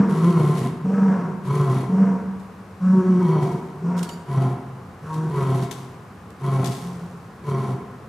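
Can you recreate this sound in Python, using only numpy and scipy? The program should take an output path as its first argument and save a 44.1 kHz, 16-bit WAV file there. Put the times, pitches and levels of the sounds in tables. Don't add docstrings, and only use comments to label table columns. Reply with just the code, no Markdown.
import sys
import numpy as np
from scipy import signal
from scipy.fft import rfft, irfft
from scipy.io import wavfile
from scipy.ndimage import uniform_filter1d, map_coordinates

SR = 44100
rng = np.random.default_rng(int(sys.argv[2]) if len(sys.argv) > 2 else 0)


def wrap_up_sound(samples):
    columns = np.atleast_2d(samples).T
    tamed = np.clip(columns, -1, 1)
    steps = np.round(tamed * 32767).astype(np.int16)
    wavfile.write(sys.argv[1], SR, steps)


N = 356724

# start_s, length_s, time_to_top_pitch_s, top_pitch_hz,
# end_pitch_hz, tone_break (share of length), throat_hz, mouth_hz,
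# chest_db, throat_db, rasp_db, hollow_db, air_db
ROAR_CALLS = [ (.099, 0.6, .2, 174.1, 132.1, 0.71, 372.6, 1063, -14.5, -28.5, -31, -36, -45.5),
              (1.456, 0.4, 0.11, 146, 131.7, 0.67, 370, 1058, -15, -29.5, -30.5, -34.5, -46.5),
              (3.2, .35, 0.0056, 176, 143.6, 0.68, 375.7, 1006, -15.5, -27.5, -30, -34.5, -53),
              (4.279, 0.25, 0.0043, 141.1, 128.4, 0.82, 359.6, 1046, -17, -33.5, -34, -30.5, -51),
              (5.307, .35, 0.0025, 144.1, 130.3, 0.79, 373.7, 1046, -18, -28.5, -30.5, -33, -48),
              (6.413, .29, 0.0071, 141.4, 129.1, 0.72, 370, 1074, -17, -31.5, -32.5, -30.5, -48.5),
              (7.442, 0.3, 0.0081, 146.3, 128.6, 0.6, 376.7, 1061, -18, -30.5, -33, -34.5, -52.5), ]
# start_s, length_s, crest (share of length), top_pitch_hz, chest_db, husk_db
MOAN_CALLS = [ (-.2, 0.36, 0.52, 201, -6, -30), (.85, 0.48, 0.45, 198.3, -10.5, -33),
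              (1.897, 0.32, 0.35, 193.8, -9.5, -34), (3.83, 0.24, 0.24, 178.1, -15.5, -36),
              (6.83, 0.16, 0.19, 181.7, -25, -48), (6.99, 0.095, 0.58, 180, -27, -53), ]
# start_s, length_s, mid_pitch_hz, octave_db, throat_db, rasp_db, husk_db, air_db
HUM_CALLS = [(2.811, .42, 184.5, -24, -30, -38, -39, -62),
             (5.03, 0.264, 157.2, -50.5, -39, -33.5, -42.5, -58)]
# time_s, level_db
HUM_LOUDNESS = [
    [(2.79, -37), (2.826, -21), (2.902, -12.5), (2.978, -10), (3.03, -23), (3.09, -12), (3.185, -16),
     (3.22, -40)],
    [(5.02, -36), (5.1, -31), (5.188, -22.5), (5.262, -23.5), (5.3, -22)],
]

# pitch_hz, width_hz, relative level_db
# Throat in roar and hum; a roar scales it so that the first row meets its own throat_hz
THROAT_MODES = [(367.3, 15.1, 16.5), (397.8, 34.4, 0.5), (464, 40, -10)]
ROAR_MOUTH_MODES = [(967, 41, 10.5), (1035.3, 37, 19), (1095, 68, 7.5), (1280, 81, 4), (1510, 30, -11.5)]
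CLOSING_MOUTH_MODES = [(698, 27, -0.5), (827, 41, -7), (250, 124, -8), (509, 26, -22.5), (1311, 68, -18.5)]
SNARL_MODES = [(1954, 37, 4.5), (2223, 53, 2), (3160, 280, -10.5), (4410, 280, -13.5), (5800, 190, -13.5)]
MOAN_MOUTH_MODES = [(382, 29, -2.5), (696, 45, -6), (958, 33, 8), (1010, 39, 3.5), (1118, 49, 3),
                    (1345, 195, -5.5), (1598, 40, -8), (2090, 57, -15)]
MOAN_THROAT_MODES = [(260, 31, 8), (456.4, 29, 11), (572, 29, -1.5), (730, 100, -6), (1074, 54, -7.5),
                     (1300, 58, -7), (1485, 120, -15)]
HUM_MOUTH_MODES = [(236, 30, -2.5), (440, 45, 1.5), (547, 26, 3.5), (723, 47, -1.5), (1077, 140, 2.5),
                   (1268, 73, -1.5), (1497, 62, -2.5), (1646, 28, -4)]
HUM_RING_MODES = [(943, 45, 3.5), (980, 52, -7), (1083, 56, 0.5)]
STANDING_WAVES = [(133.5, 1.8, -14), (159, 0.72, -5.5), (187, 2.8, -29), (264.3, 9.2, 0.5), (363, 2, 2),
                  (559, 7.5, 0), (694, 9.1, -6.5)]
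ROAR_CHEST_MODES, MOAN_CHEST_MODES = [(180.8, 52, 0)], [(184, 43, 0)]

# pitch_hz, decay_s
ECHO_DECAY = [(130, 1.35), (400, 1.16), (1000, 1.48), (2260, 1.14), (4500, 0.6), (12000, 0.5)]
# pitch_hz, level_db
ECHO_STRENGTH = [(130, -10), (190, -6.5), (260, -1.5), (400, 0), (1000, -3), (3000, -2), (12000, -4.5)]
# start_s, level_db, rise_s, decay_s, left_minus_right_db
SCUFF_EVENTS = [(0.564, -46.5, 0.03, 0.024, 0), (1.696, -51, .012, .015, 5), (1.8, -52, .012, .02, 0),
                (2.395, -58, .006, 0.017, 3), (3.4, -52, 0.031, 0.092, 6), (3.96, -44.5, 0.032, 0.014, -6),
                (4.028, -35, 0.0029, 0.0055, -5), (4.043, -44, .002, 0.0044, -4),
                (4.089, -41.5, 0.0026, 0.0077, -11), (5.123, -50.5, 0.021, 0.02, 2),
                (5.61, -46.5, .016, 0.024, 1), (5.71, -38, 0.0017, 0.015, 7), (5.75, -60, 0.045, 0.086, -4),
                (6.303, -54.5, 0.00078, 0.0047, -2), (6.643, -36, 0.0029, 0.028, 7),
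                (6.708, -48.5, 0.0083, 0.12, -3)]
# start_s, length_s, start_hz, end_hz, level_db
SQUEAK_TONES = [(4.089, .014, 3250, 2750, -38), (4.102, .05, 4540, 4810, -47.5),
                (4.102, .05, 6810, 7215, -49.5), (4.102, .05, 9080, 9620, -57),
                (4.102, .05, 11350, 12025, -60), (4.07, .022, 4300, 4480, -53),
                (4.18, .065, 8650, 8250, -65)]
# pitch_hz, relative level_db (per hertz)
AIR_TINT = [(1900, -2.5), (2300, -5), (2600, -3.5), (3200, -5), (3900, -5.5), (4500, -8.5), (5000, -10.5),
            (6300, -9), (8500, -11.5), (10500, -9), (12500, -15.5), (15000, -59)]
# pitch_hz, relative level_db (per hertz)
SCUFF_TINT = [(1060, -20.5), (1800, -9.5), (2210, -9.5), (2390, -11.5), (3150, -7.5), (3560, -8),
              (8280, -11), (12100, -17.5), (15000, -24.5)]
# pitch_hz, relative level_db (per hertz)
FLOOR_TINT = [(15, -76), (25, -43), (54, -18.5), (101, -3), (140, -11), (187, -3.5), (235, -11.5),
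              (301, -17), (450, -14), (604, -21), (833, -17), (903, -22.5), (1060, -16), (1630, -24.5),
              (2130, -30.5), (2700, -34), (3090, -38), (10000, -46), (15000, -52.5)]
# pitch_hz, likeness (0-1)
MICROPHONE_LIKENESS = [(30, 0.87), (130, 1), (350, 0.96), (700, 0.83), (1400, 0.75), (2800, 0.53),
                       (12000, 0.7)]

# crest (share of length), rise_db, fall_db
CHEST_SWELL, THROAT_SWELL, RASP_SWELL = (0.39, 12.1, 2.9), (0.33, 10.2, 18.7), (0.22, 11, 10.9)
HOLLOW_SWELL, AIR_SWELL = (0.79, 19.7, 13), (0.56, 4.6, 6)
HUSK_SWELL, MOAN_THROAT_SWELL = (0.49, 14, 8), (0.25, 5.1, 10.7)
HUM_THROAT_SWELL, HUM_HUSK_SWELL = (0.93, 25, 2.3), (0.11, 6.7, 2.1)
HUM_RASP_SWELL, HUM_OCTAVE_SWELL = (0.3, 53, 20), (0.53, 49, 0.96)
MOAN_RISE_DB, MOAN_FALL_DB = 10.5, 19.5

ROAR_ROUGH = (.26, .56)
MOAN_ROUGH, HUM_ROUGH = (.32, .58), (.16, .42)
STEADY_HZ, ROUGHER_PER_HZ = 148, .005
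ROUGHEN_S = 0.045
BREAK_DB, BREAK_S = -8, 0.0047
ROAR_RISE_HZ_PER_S, ROAR_SAG_RATE = 105, 2.0
MOAN_TOP_S, MOAN_RISE_HZ_PER_S, MOAN_SAG_HZ_PER_S2 = .12, 90.1, 380
HUM_SCOOP_HZ, HUM_SCOOP_S = 7.85, .035
MOUTH_HZ, MOUTH_CLOSES = 1036, 0.069
THROAT_WAVER = 0.0083
MOAN_THROAT_AT_HZ = 196.2
AIR_FADE_S = .035
CHEST_CUT_HZ = 123
SETTLE_DB, SETTLE_SLOWER = -12.5, 4.2
FLOOR_DB, CUTOFF_HZ = -41.32, 15300


def from_db(db):
    return 10 ** (np.asarray(db) / 20)


def rms_one(x):
    return x / np.sqrt(np.mean(x ** 2) + 1e-20)


def at_hz(points, hz):
    f, value = np.transpose(points)
    return np.interp(np.log(hz + 1e-3), np.log(f), value)


def drift(rate, size):
    knots = rng.standard_normal(4000)
    return map_coordinates(knots, [np.arange(size) * rate / SR], order=3, mode="wrap")


def resonate(x, modes):
    out = 0
    for hz, width, db in modes:
        r = np.exp(-np.pi * width / np.sqrt(np.sqrt(2) - 1) / SR)
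        edge = (1 - r * r) / 2
        section = [edge, 0, -edge, 1, -2 * r * np.cos(2 * np.pi * hz / SR), r * r]
        out = out + from_db(db) * signal.sosfilt([section, section], x)
    return out


def resonate_moving(x, modes, scale):
    clock = np.cumsum(scale)
    steps = np.arange(int(clock[-1]) + 1)
    warped = np.interp(steps, clock, x)
    return np.interp(clock, steps, resonate(warped, modes))


def even(x):
    return x / np.sqrt(uniform_filter1d(x * x, size=1800).clip(1e-12))


def stereo_spectrum(size):
    hz = np.arange(size // 2 + 1) * SR / size
    mid, side = rfft(rng.standard_normal((2, size)))
    alike = np.clip(at_hz(MICROPHONE_LIKENESS, hz), 0, 1)
    shared = np.sqrt(1 + alike) * mid
    opposed = np.sqrt(1 - alike) * side * [[1], [-1]]
    return hz, (shared + opposed) / np.sqrt(2)


def noise(colour):
    hz, white = stereo_spectrum(N)
    return rms_one(irfft(white * from_db(at_hz(colour, hz)), N))


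def call_span(s, length, fade=.015):
    at = np.arange(max(int((s - fade) * SR), 0), min(int((s + length + fade) * SR), N))
    t = at / SR - s
    gate = np.clip(np.minimum(t, length - t) / fade + 1, 0, 1)
    return at, gate, t, np.clip(t / length, 0, 1)


def swell(progress, crest, rise_db, fall_db, roundness=2):
    crest = np.clip(crest, .02, .98)
    before = np.maximum(1 - progress / crest, 0)
    after = np.maximum((progress - crest) / (1 - crest), 0)
    return -rise_db * before ** roundness - fall_db * after ** roundness


def tiring(progress, start, end):
    return start + (end - start) * progress ** 2


def vocal_folds(pitch, rough):
    size = len(pitch)
    cycles = np.cumsum(pitch * (1 + .05 * rough * drift(110, size))) / SR
    strength = from_db(6 * rough * drift(70, size))
    closure = cycles + .06 * rough * drift(300, size)
    pulses = rms_one(np.diff(np.floor(closure), prepend=0) * strength)
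    opening = (1 + np.cos(2 * np.pi * cycles)) / 2
    turbulence = rms_one(rng.standard_normal(size) * opening ** 2 * strength)
    chest = np.sqrt(2) * rms_one(strength) * np.sin(2 * np.pi * cycles)
    return chest, pulses, turbulence


def wheeze(size):
    modes = [(2580, 1100, 5.5), (4500, 2500, 3.0), (5550, 780, 0.0), (6800, 1700, -6)]
    return even(resonate(rng.standard_normal(size), modes))


def moan(row, chest_trim_db=-1, throat_db=1.5, rasp_db=-2.0, wheeze_db=-24, rumble_db=-9):
    s, length, crest, top_hz, chest_level, husk_level = row
    at, gate, t, progress = call_span(s, length)
    climb = MOAN_RISE_HZ_PER_S * (MOAN_TOP_S - t)
    sag = MOAN_SAG_HZ_PER_S2 * (t - MOAN_TOP_S) ** 2
    pitch = top_hz - np.maximum(climb, sag)
    rough = tiring(progress, *MOAN_ROUGH)
    chest, pulses, turbulence = vocal_folds(pitch, rough)
    rumble = rough * from_db(rumble_db) * even(resonate(turbulence, MOAN_CHEST_MODES))
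    buzz = (1 - rough) * pulses + 0.87 * turbulence
    waver = 1 + THROAT_WAVER * drift(25, len(at))
    larynx = waver * pitch / MOAN_THROAT_AT_HZ
    mouth = from_db(rasp_db) * even(resonate_moving(buzz, MOAN_MOUTH_MODES, waver))
    throat = from_db(throat_db) * even(resonate_moving(buzz, MOAN_THROAT_MODES, larynx))
    throat += from_db(wheeze_db) * wheeze(len(at))
    chest_swell = swell(progress, crest, MOAN_RISE_DB, MOAN_FALL_DB, roundness=0.7)
    voice = from_db(chest_level + chest_trim_db + chest_swell) * (chest + rumble)
    voice += from_db(husk_level + swell(progress, *HUSK_SWELL)) * mouth
    voice += from_db(husk_level + swell(progress, *MOAN_THROAT_SWELL)) * throat
    return np.bincount(at, gate * voice, N)


def roar(row, chest_trim_db=-2.0, throat_trim_db=-1.5, rasp_trim_db=-2.5, hollow_trim_db=-1.86,
         rumble_db=-6.0, snarl_db=-13.5, rattle_db=1.86):
    (s, length, top_s, top_hz, end_hz, breaks, throat_hz, mouth_hz,
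     chest_level, throat_level, rasp_level, hollow_level, _) = row
    at, gate, t, progress = call_span(s, length)
    fall = np.clip((t - top_s) / (length - top_s), 0, 1)
    sag = np.expm1(-ROAR_SAG_RATE * fall) / np.expm1(-ROAR_SAG_RATE)
    pitch = top_hz - ROAR_RISE_HZ_PER_S * np.maximum(top_s - t, 0) - (top_hz - end_hz) * sag
    since_break = t - breaks * length
    rough = np.interp(np.tanh(since_break / ROUGHEN_S), [-1, 1], ROAR_ROUGH)
    rough = np.minimum(rough + ROUGHER_PER_HZ * np.maximum(STEADY_HZ - pitch, 0), 1)
    chest, pulses, turbulence = vocal_folds(pitch, rough)
    buzz = (1 - rough) * pulses + rough * turbulence / 2
    chest = chest * from_db(BREAK_DB * (1 + np.tanh(since_break / BREAK_S)) / 2)
    jaw = mouth_hz / MOUTH_HZ * (1 - MOUTH_CLOSES * (2 * progress - 1) ** 2)
    waver = 1 + THROAT_WAVER * drift(25.2, len(at))
    larynx = throat_hz / THROAT_MODES[0][0] * waver
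    rumble = rough * from_db(rumble_db) * even(resonate(turbulence, ROAR_CHEST_MODES))
    snarl = np.sqrt(rough) * from_db(snarl_db) * even(resonate_moving(turbulence, SNARL_MODES, waver))
    throat = even(resonate_moving(buzz, THROAT_MODES, larynx))
    rasp = from_db(rasp_trim_db) * even(resonate_moving(buzz, ROAR_MOUTH_MODES, jaw)) + snarl
    hollow = even(resonate(buzz, CLOSING_MOUTH_MODES))
    chest_swell = swell(progress, *CHEST_SWELL, roundness=3.0)
    voice = from_db(chest_level + chest_trim_db + chest_swell) * (chest + rumble)
    voice += from_db(throat_level + throat_trim_db + swell(progress, *THROAT_SWELL)) * throat
    voice += from_db(rasp_level + swell(progress, *RASP_SWELL)) * rasp
    voice += from_db(hollow_level + hollow_trim_db + swell(progress, *HOLLOW_SWELL)) * hollow
    voice *= from_db(rattle_db * drift(89.95, len(at)))
    return np.bincount(at, gate * voice, N)


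def rushing_air(air_trim_db=-0.85, flutter_db=2.5, surge_db=2.0):
    level = np.zeros(N)
    for s, length, *_, db in ROAR_CALLS + HUM_CALLS:
        at, gate, t, progress = call_span(s, length, AIR_FADE_S)
        air_swell = swell(progress, *AIR_SWELL, roundness=5.2)
        level[at] += gate ** 2 * from_db(db + air_trim_db + air_swell)
    unevenness = from_db(flutter_db * drift(260, N) + surge_db * drift(28, N))
    return level * unevenness * noise(AIR_TINT)


def scuffs(grain_db=3, scuff_trim_db=0):
    t, level = np.arange(N) / SR, np.zeros((2, N))
    for s, db, rise, decay, pan_db in SCUFF_EVENTS:
        age = np.maximum(t - s - rise, 0) / decay
        dying = np.exp(-np.minimum(age, 20))
        dying += from_db(SETTLE_DB) * np.exp(-np.minimum(age / SETTLE_SLOWER, 20))
        sides = from_db([[db + pan_db / 2], [db - pan_db / 2]])
        level += sides * np.clip((t - s) / rise, 0, 1) * dying
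    return level * from_db(scuff_trim_db + grain_db * drift(700, N)) * noise(SCUFF_TINT)


def hum(row, loudness, chest_trim_db=0.2, rumble_db=-7, wheeze_db=-20, snarl_db=-26, sag_hz_per_s=17):
    s, length, hz, octave_level, throat_level, rasp_level, husk_level, _ = row
    at, gate, t, progress = call_span(s, length)
    rough = tiring(progress, *HUM_ROUGH)
    scoop = HUM_SCOOP_HZ * np.exp(-t / HUM_SCOOP_S)
    pitch = hz - sag_hz_per_s * (t - length / 2) - scoop
    chest, pulses, turbulence = vocal_folds(pitch, rough)
    buzz = (1 - rough) * pulses + rough * turbulence
    rumble = rough * from_db(rumble_db) * even(resonate(turbulence, MOAN_CHEST_MODES))
    husk = even(resonate(pulses + turbulence, HUM_MOUTH_MODES)) + from_db(wheeze_db) * wheeze(len(at))
    snarl = from_db(snarl_db) * even(resonate(turbulence, SNARL_MODES))
    throat = even(resonate(buzz, THROAT_MODES)) + snarl
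    ring = even(resonate(buzz, HUM_RING_MODES))
    octave = np.sqrt(2) * np.cos(2 * np.angle(signal.hilbert(chest)))
    octave_swell = swell(progress, *HUM_OCTAVE_SWELL) + 2.1 * drift(45, len(at))
    chest_level = np.interp(at / SR, *np.transpose(loudness))
    voice = from_db(chest_level + chest_trim_db) * (chest + rumble)
    voice += from_db(throat_level + swell(progress, *HUM_THROAT_SWELL)) * throat
    voice += from_db(rasp_level + swell(progress, *HUM_RASP_SWELL, roundness=1.06)) * ring
    voice += from_db(octave_level + octave_swell) * octave
    voice += from_db(husk_level + swell(progress, *HUM_HUSK_SWELL)) * husk
    return np.bincount(at, gate * voice, N)


def squeaks(waver=0.013):
    out = np.zeros(N)
    for s, length, start_hz, end_hz, db in SQUEAK_TONES:
        size = int(length * SR)
        hz = np.linspace(start_hz, end_hz, size) * (1 + waver * drift(635, size))
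        tone = np.sin(2 * np.pi * np.cumsum(hz) / SR)
        out[int(s * SR) + np.arange(size)] += from_db(db) * signal.windows.tukey(size) * tone
    return out


def enclosure(x, first_echo_s=0.011):
    size = 3 * SR // 2
    t = np.arange(size) / SR
    hz, white = stereo_spectrum(size)
    edges = np.r_[0, np.geomspace(100, 12800, num=8), SR]
    response = 0
    for low, high in zip(edges, edges[1:]):
        in_band = (hz >= low) & (hz < high)
        band = irfft(white * in_band * from_db(at_hz(ECHO_STRENGTH, hz)), size)
        t60 = at_hz(ECHO_DECAY, np.sqrt(low * high))
        decay = from_db(-60 * t / t60) * (t > first_echo_s)
        response = response + band * decay / np.sqrt(np.sum(decay ** 2))
    echoes = signal.fftconvolve(x[None], response, axes=1)[:, :N]
    return echoes + resonate(x, STANDING_WAVES)


def background():
    return from_db(FLOOR_DB) * noise(FLOOR_TINT)


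def scene(near_echo_db=-4):
    roars = sum(map(roar, ROAR_CALLS))
    hums = sum(map(hum, HUM_CALLS, HUM_LOUDNESS))
    voice = roars + hums + sum(map(moan, MOAN_CALLS))
    voice = signal.sosfilt(signal.butter(4, CHEST_CUT_HZ, "high", fs=SR, output="sos"), voice)
    lion = voice + rushing_air()
    near = scuffs() + squeaks()
    into_room = (lion + from_db(near_echo_db) * near).mean(axis=0)
    return lion + near + enclosure(into_room) + background()


def record(dry, left_lean=0.074):
    middle = signal.sosfilt(signal.butter(1, [700, 7000], "band", fs=SR, output="sos"), dry)
    leaning = dry + left_lean * middle * [[1], [-1]]
    return signal.sosfilt(signal.ellip(10, .1, 80, CUTOFF_HZ, fs=SR, output="sos"), leaning)


dry = scene()
out = record(dry)
wrap_up_sound(out)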